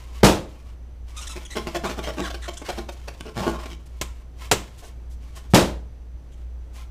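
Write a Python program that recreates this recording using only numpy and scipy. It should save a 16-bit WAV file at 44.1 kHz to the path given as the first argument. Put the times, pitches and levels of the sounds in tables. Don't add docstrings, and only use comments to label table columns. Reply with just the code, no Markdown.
import sys
import numpy as np
from scipy import signal
from scipy.fft import rfft, irfft
from scipy.io import wavfile

SR = 44100
rng = np.random.default_rng(int(sys.argv[2]) if len(sys.argv) > 2 else 0)


def persist_wave(psi):
    counts = np.round(np.clip(psi, -1, 1) * 32767).astype(np.int16)
    wavfile.write(sys.argv[1], SR, np.atleast_2d(counts).T)


N = 304290
TOP_HZ = 15200


def undb(db):
    return 10 ** (np.asarray(db) / 20)


def level(x, db, seconds):
    return x * undb(db) / np.sqrt(np.sum(x ** 2) / (seconds * SR) + 1e-20)


def clock(seconds):
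    return np.arange(int(seconds * SR)) / SR


def fade(t, t60):
    return np.exp(-np.log(1000) * t / t60)


def add(track, s, x):
    i = max(int(s * SR), 0)
    track[i:i + len(x)] += x[:len(track) - i]


def play(track, table, sound):
    for s, *row in table:
        add(track, s, sound(*row))


def colour(x, points, size=2048):
    hz, db = np.transpose(points)
    f = np.maximum(np.fft.rfftfreq(size, 1 / SR), 1)
    gain_db = np.interp(np.log(f), np.log(hz), db)
    cepstrum = irfft(np.log(undb(gain_db)))
    cepstrum[1:size // 2] *= 2
    cepstrum[size // 2 + 1:] = 0
    response = irfft(np.exp(rfft(cepstrum)))
    return signal.fftconvolve(x, response / np.linalg.norm(response))[:len(x)]


def band(x, low_hz, high_hz, order=2):
    edges = [low_hz, min(high_hz, .49 * SR)]
    return signal.sosfilt(signal.butter(order, edges, "band", fs=SR, output="sos"), x)


def walk(rate, count):
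    steps = np.arange(count) * rate / SR
    knots = int(steps[-1]) + 2
    return np.interp(steps, np.arange(knots), rng.standard_normal(knots))


def stroke(t, length, edge, skew=0.76):
    return np.sin(np.pi * np.clip(t / (length + edge), 0, 1) ** skew)


# (f/Hz, t60/s, level/dB)
BALLOON_MODES = [(158, 0.17, -4.5), (230, 0.042, -1), (361.5, 0.085, -2.5), (484, 0.028, 0),
                 (634, 0.033, 5.5), (830, 0.019, 4.5), (1090, 0.067, -0.5), (1368, 0.045, -4.5),
                 (2300, 0.082, -10.5), (3180, 0.015, -6.5)]


def ring(x, modes=BALLOON_MODES, bend=0.05):
    out = 0
    for hz, t60, db in modes:
        wandering_hz = hz * (1 + bend * walk(25, count=len(x)))
        turn = np.exp(2j * np.pi * np.cumsum(wandering_hz) / SR)
        decay = signal.lfilter([1], [1, -fade(1 / SR, t60)], x / turn)
        out = out + undb(db) * (turn * decay).imag
    return out


# (t/s, length/s, note of the pinched skin f/Hz, body level/dB, rasp level re body/dB)
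CREAKS = [(1.353, 0.024, 389, -36, -6), (1.55, 0.046, 397.6, -28, -7), (1.664, 0.034, 336, -30.5, -9),
          (1.744, 0.026, 614, -25.5, -7), (1.833, 0.029, 354.6, -27, -15), (1.839, .036, 1076, -29, -10.5),
          (1.889, 0.03, 385, -32.5, -5), (1.973, 0.03, 378, -30, -11.5), (2.022, 0.058, 678, -41.5, 1),
          (2.061, 0.047, 599, -30, -9), (2.168, 0.058, 355, -28, -11.5), (2.225, 0.066, 1128, -39, -1.5),
          (2.299, 0.013, 681, -36, -2), (2.335, 0.015, 548, -36, -2), (2.477, .016, 650, -30, -6),
          (2.61, .012, 402, -34.5, -13), (2.645, 0.041, 1088, -49.5, 6.5), (2.683, 0.022, 706, -26.5, -7.5),
          (2.774, 0.025, 371.4, -30, -11), (2.886, 0.0082, 660, -30.5, -7.5), (3.075, .012, 693, -34.5, -3),
          (3.202, 0.0068, 342.3, -34.5, -2.5), (3.246, .05, 447, -39, -10), (3.354, 0.065, 190, -27.5, -13),
          (3.415, 0.043, 870, -31, -11.5), (3.457, 0.042, 364.2, -21, -20.5),
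          (3.525, 0.04, 1035, -36.5, -12), (3.585, .02, 1063, -40, -7), (3.628, .013, 1057, -40, -6),
          (3.653, 0.014, 378.6, -37, -5), (3.691, 0.057, 299, -45, -2.5), (4.82, 0.04, 693, -48, -6.5),
          (5.357, 0.038, 1094, -48, -3)]
# (f/Hz, level/dB)
RASP_SPECTRUM = [(700, -24.5), (1500, 7), (3100, 11), (4500, 6.5), (7000, -24.5)]
# (f/Hz, level/dB)
FIZZ_SPECTRUM = [(3000, -23), (5200, 5), (7500, -2), (10000, -9.5), (15000, -14)]


def creak(length, ring_hz, db, bite_db, scatter=.23, uneven_db=3.0, grit=1.2, edge=.007,
          sharp_db=-4, patch_db=-2, swings_per_slip=1.6, fizz_db=-5.5):
    t = clock(length + .08)
    chance = rng.standard_normal((256, 2))
    gaps = np.exp(scatter * chance[:, 0]) * swings_per_slip / ring_hz
    slips = np.cumsum(gaps)
    slips += .001 - slips[0]
    inside = slips < t[-1]
    pulses = np.zeros(len(t))
    pulses[(slips[inside] * SR).astype(int)] = undb(uneven_db * chance[inside, 1])
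    pulses *= stroke(t, length, edge)
    patch = ring(pulses, [(ring_hz, .035, 0)])
    body = level(ring(pulses), 0, length) + level(patch, patch_db, length)
    puffs = signal.lfilter([1], [1, -fade(1 / SR, .014)], pulses)
    gritty = puffs * rng.standard_normal(len(t))
    skin = level(pulses, 0, length) + grit * level(gritty, 0, length)
    ping_hz = np.geomspace(1600, 9000, 6) * np.exp(.15 * rng.standard_normal(6))
    skin += level(ring(skin, [(hz, .02, 0) for hz in ping_hz]), sharp_db, length)
    rasp = level(colour(skin, RASP_SPECTRUM), db + bite_db, length)
    fizz = level(colour(skin, FIZZ_SPECTRUM), db + bite_db + fizz_db, length)
    return level(band(body, 98, 3700), db, length) + rasp + fizz


# (t/s, length/s, start f/Hz, end f/Hz, period scatter 0-1, level/dB, brightness/dB)
SQUEAKS = [(1.165, 0.033, 1238, 1224, .08, -41.5, 2), (1.207, .034, 1450, 1412, .1, -44.5, 4.5),
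           (1.269, 0.0085, 1850, 1830, 0.11, -38, 3.5), (1.289, 0.041, 1290, 1286, .09, -43.5, 3),
           (1.45, 0.012, 3530, 2920, 0.13, -42.5, 1), (1.503, .04, 1940, 2075, 0.09, -42.5, -0.5),
           (1.85, .04, 1080, 1384, .04, -42, -5), (2.217, .062, 1950, 1277, 0.05, -42, -4),
           (2.418, .05, 1890, 1505, .28, -44.5, -2), (2.534, 0.0046, 3120, 2800, 0.23, -54.5, 13),
           (2.57, 0.009, 1600, 1585, 0.15, -41.5, 5.5), (6.318, 0.024, 3300, 3530, .15, -64, 1)]


def squeak(length, start_hz, end_hz, scatter, db, bright_db, middle_db=0, edge=0.0091,
           flicker_db=4, grit=0.1):
    t = clock(length + .02)
    glide_hz = np.interp(t, [0, length + edge], [start_hz, end_hz])
    hz = glide_hz * (1 + scatter * walk(3000, count=len(t)))
    turns = np.cumsum(hz) / SR
    saw = np.zeros(len(t))
    for k in range(1, 16):
        flicker = undb(flicker_db * walk(396, count=len(t)))
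        audible = k * hz < TOP_HZ
        saw += np.sin(2 * np.pi * k * turns) / k * audible * flicker
    saw += grit * (1 - turns % 1) * rng.standard_normal(len(t))
    saw *= np.sqrt(stroke(t, length, edge).clip(0))
    low = level(band(saw, 900, 2400), -bright_db, length)
    middle = level(band(saw, 3200, 4600), middle_db, length)
    high = level(band(saw, 4600, 9200), bright_db, length)
    return undb(db) * (low + middle + high)


# (t/s, blast level/dB, blast f/Hz, tearing crack level/dB, echo level/dB)
BURSTS = [(0.2319, 18, 184, -7.5, -5), (5.5367, 11, 170.6, -8.5, -5.5)]
# (f/Hz, level/dB)
TEAR_SPECTRUM = [(40, 0), (110, 0.5), (190, 0), (250, -1), (320, 0.5), (600, -1.5), (1100, -8), (2000, -14),
                 (3100, -13), (6000, -17), (10000, -23), (15000, -31)]


def burst(blast_db, blast_hz, crack_db, echo_db):
    sound = bang(crack_db, 0.11, echo_db, TEAR_SPECTRUM)
    add(sound, 0, blast(blast_db, blast_hz))
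    return sound


def blast(db, hz, t60=0.034, turbulence=1.03, sway_db=-29):
    t = clock(0.54)
    gust = level(band(rng.standard_normal(len(t)), 40, 330), 0, t[-1])
    sway = level(band(rng.standard_normal(len(t)), 27, 90), sway_db, t[-1])
    swing = np.sin(2 * np.pi * hz * t)
    return undb(db) * (swing + turbulence * gust) * fade(t, t60) + sway * fade(t, 0.82)


# (t/s, crack level/dB, crack t60/s, balloon ring level/dB, thud level/dB, echo level/dB)
SNAPS = [(4.0131, -20, 0.062, -34, -33, -37), (4.5136, -9, 0.088, -26.5, -11.5, -24)]
# (f/Hz, level/dB)
SNAP_SPECTRUM = [(40, -4), (170, -1.5), (600, -12.5), (1300, -9), (2100, -9), (3000, -7), (4500, -13.5),
                 (7500, -10.5), (10000, -20), (15000, -23.5)]
# (f/Hz, level/dB)
THUD_SPECTRUM = [(40, -13), (110, -2.5), (190, -0.5), (260, -2.5), (350, 0.5), (620, -3), (1300, -9.5),
                 (2200, -27), (5000, -51)]


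def snap(db, t60, ring_db, thud_db, echo_db):
    crack = bang(db, t60, echo_db, SNAP_SPECTRUM)
    thud = bang(0, 0.1, -19, THUD_SPECTRUM)
    ringing = ring(crack, BALLOON_MODES[6:])
    return crack + level(ringing, ring_db, .01) + level(thud, thud_db, .01)


def bang(db, t60, echo_db, spectrum):
    echo = patio()
    t = np.arange(len(echo)) / SR
    crack = rng.standard_normal(len(t)) * fade(t, t60)
    return colour(undb(db) * crack + undb(echo_db) * echo, spectrum)


# (t/s, length/s, level/dB)
SWISHES = [(2.918, 0.029, -53), (3.856, 0.026, -58.5), (4.775, 0.051, -53.5), (4.826, 0.079, -55),
           (5.096, 0.064, -61), (5.351, .05, -50), (5.5, 0.04, -56), (6.73, 0.067, -59)]
# (f/Hz, level/dB)
FUR_SPECTRUM = [(800, -13), (3000, -1), (6500, 0.5), (10000, -3.5), (15000, -11.5)]


def swish(length, db):
    t = clock(length)
    hiss = colour(rng.standard_normal(len(t)), FUR_SPECTRUM)
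    return level(hiss * stroke(t, length, 0), db, length)


# (t/s, length/s, level/dB)
RUBS = [(0.0, 0.22, -53.5), (0.487, .22, -62), (1.085, .06, -56.5), (1.156, 0.11, -47), (1.29, 0.13, -50),
        (1.51, .27, -49.5), (1.85, 0.077, -39), (1.95, 0.4, -51), (2.4, 0.29, -54.5), (2.65, .16, -47.5),
        (2.88, 0.43, -57), (3.38, 0.11, -38), (3.52, 0.19, -52), (3.8, 0.41, -63), (4.395, .065, -47.5),
        (4.64, 0.27, -60.5), (5.22, 0.3, -61), (6.32, .1, -67), (6.765, 0.048, -47.5)]
# (f/Hz, level/dB)
BRUSH_SPECTRUM = [(100, -10.5), (400, -9), (1100, -4.5), (2600, -3), (7000, -10), (15000, -20.5)]


def slide(grain_db=2.5, patchy_db=3.5, cavity_db=-5, swell_db_per_s=550.5, ease_db_per_s=352):
    t = np.arange(N) / SR
    pressures = []
    for s, length, db in RUBS:
        swell = swell_db_per_s * np.maximum(s - t, 0)
        ease = ease_db_per_s * np.maximum(t - s - length, 0)
        pressures.append(db - swell - ease)
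    pressure_db = np.max(pressures, axis=0)
    roughness_db = grain_db * walk(900, count=N) + patchy_db * walk(50, count=N)
    grains = rng.standard_normal(N) * undb(roughness_db)
    brush = level(colour(grains, BRUSH_SPECTRUM), 0, N / SR)
    cavity = level(ring(grains, BALLOON_MODES[6:]), cavity_db, N / SR)
    return (brush + cavity + catches()) * undb(pressure_db)


def catches(count=20, length=0.015, catch_db=2, bite_db=-2, low_hz=400, high_hz=1100):
    out = np.zeros(N)
    for when, tension in rng.random((count, 2)):
        hz = low_hz + tension * (high_hz - low_hz)
        add(out, when * N / SR, creak(length, hz, catch_db, bite_db))
    return out


# (f/Hz, level/dB)
STANDING_WAVES = [(193, -0.5), (302, 0.5), (338, -5.5), (433, -6), (532, -1.5), (623, -5.5), (848, -10.5)]


def patio(low_t60=0.42, high_t60=0.28, build=0.008, standing_db=-7):
    t = clock(.7)
    edges = np.geomspace(60, 18000, 9)
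    t60s = np.linspace(low_t60, high_t60, len(edges) - 1)
    tail = 0
    for lo, hi, t60 in zip(edges, edges[1:], t60s):
        tail = tail + band(rng.standard_normal(len(t)), lo, hi, order=3) * fade(t, t60)
    waves = np.zeros(len(t))
    for hz, db in STANDING_WAVES:
        waves += undb(db) * np.sin(2 * np.pi * (hz * t + rng.random()))
    waves *= fade(t, low_t60)
    waves *= undb(standing_db) * np.linalg.norm(band(tail, 150, 1000)) / np.linalg.norm(waves)
    return (tail + waves) * (1 - np.exp(-(t / build) ** 2))


# (f/Hz, level/dB), and its overall level/dB
AIR_SPECTRUM = [(71, -21), (120, -2.5), (180, -10), (269, -10), (387, -14), (514, -15.5), (887, -22),
                (981, -24.5), (1470, -27.5), (5800, -39), (15000, -48.5)]
AIR_DB = -53.5


def background(hum_hz=59.5, hum_db=-36.5, rumble_db=-44.5):
    t = np.arange(N) / SR
    phase = 2 * np.pi * hum_hz * t + 0.22 * walk(8.5, count=N)
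    hum = np.sqrt(2) * np.sin(phase) * undb(hum_db + 3.1 * walk(5.4, count=N))
    rumble = level(band(rng.standard_normal(N), 7.4, 80.4, order=3), rumble_db, N / SR)
    air = level(colour(rng.standard_normal(N), AIR_SPECTRUM), AIR_DB, N / SR)
    air *= undb(walk(6.4, count=N))
    whine = level(band(rng.standard_normal(N), 5930, 6050), -78, N / SR)
    return hum + rumble + air + whine


def scene(wet_db=-10):
    rubbing = slide()
    play(rubbing, CREAKS, creak)
    play(rubbing, SQUEAKS, squeak)
    play(rubbing, SWISHES, swish)
    walls = patio()
    echo = signal.fftconvolve(rubbing, walls / np.linalg.norm(walls))[:N]
    rubbing += undb(wet_db) * echo
    bangs = np.zeros(N)
    play(bangs, SNAPS, snap)
    play(bangs, BURSTS, burst)
    return (rubbing + bangs + background())[None]


def record(dry, ceiling=0.53, leak=0.018):
    clipped = dry / (1 + (dry / ceiling) ** 8) ** (1 / 8)
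    clipped = clipped + leak * np.tanh(band(dry, 660, 15000))
    return signal.sosfilt(signal.ellip(8, .2, 70, TOP_HZ, fs=SR, output="sos"), clipped)


dry = scene()
out = record(dry)
persist_wave(out)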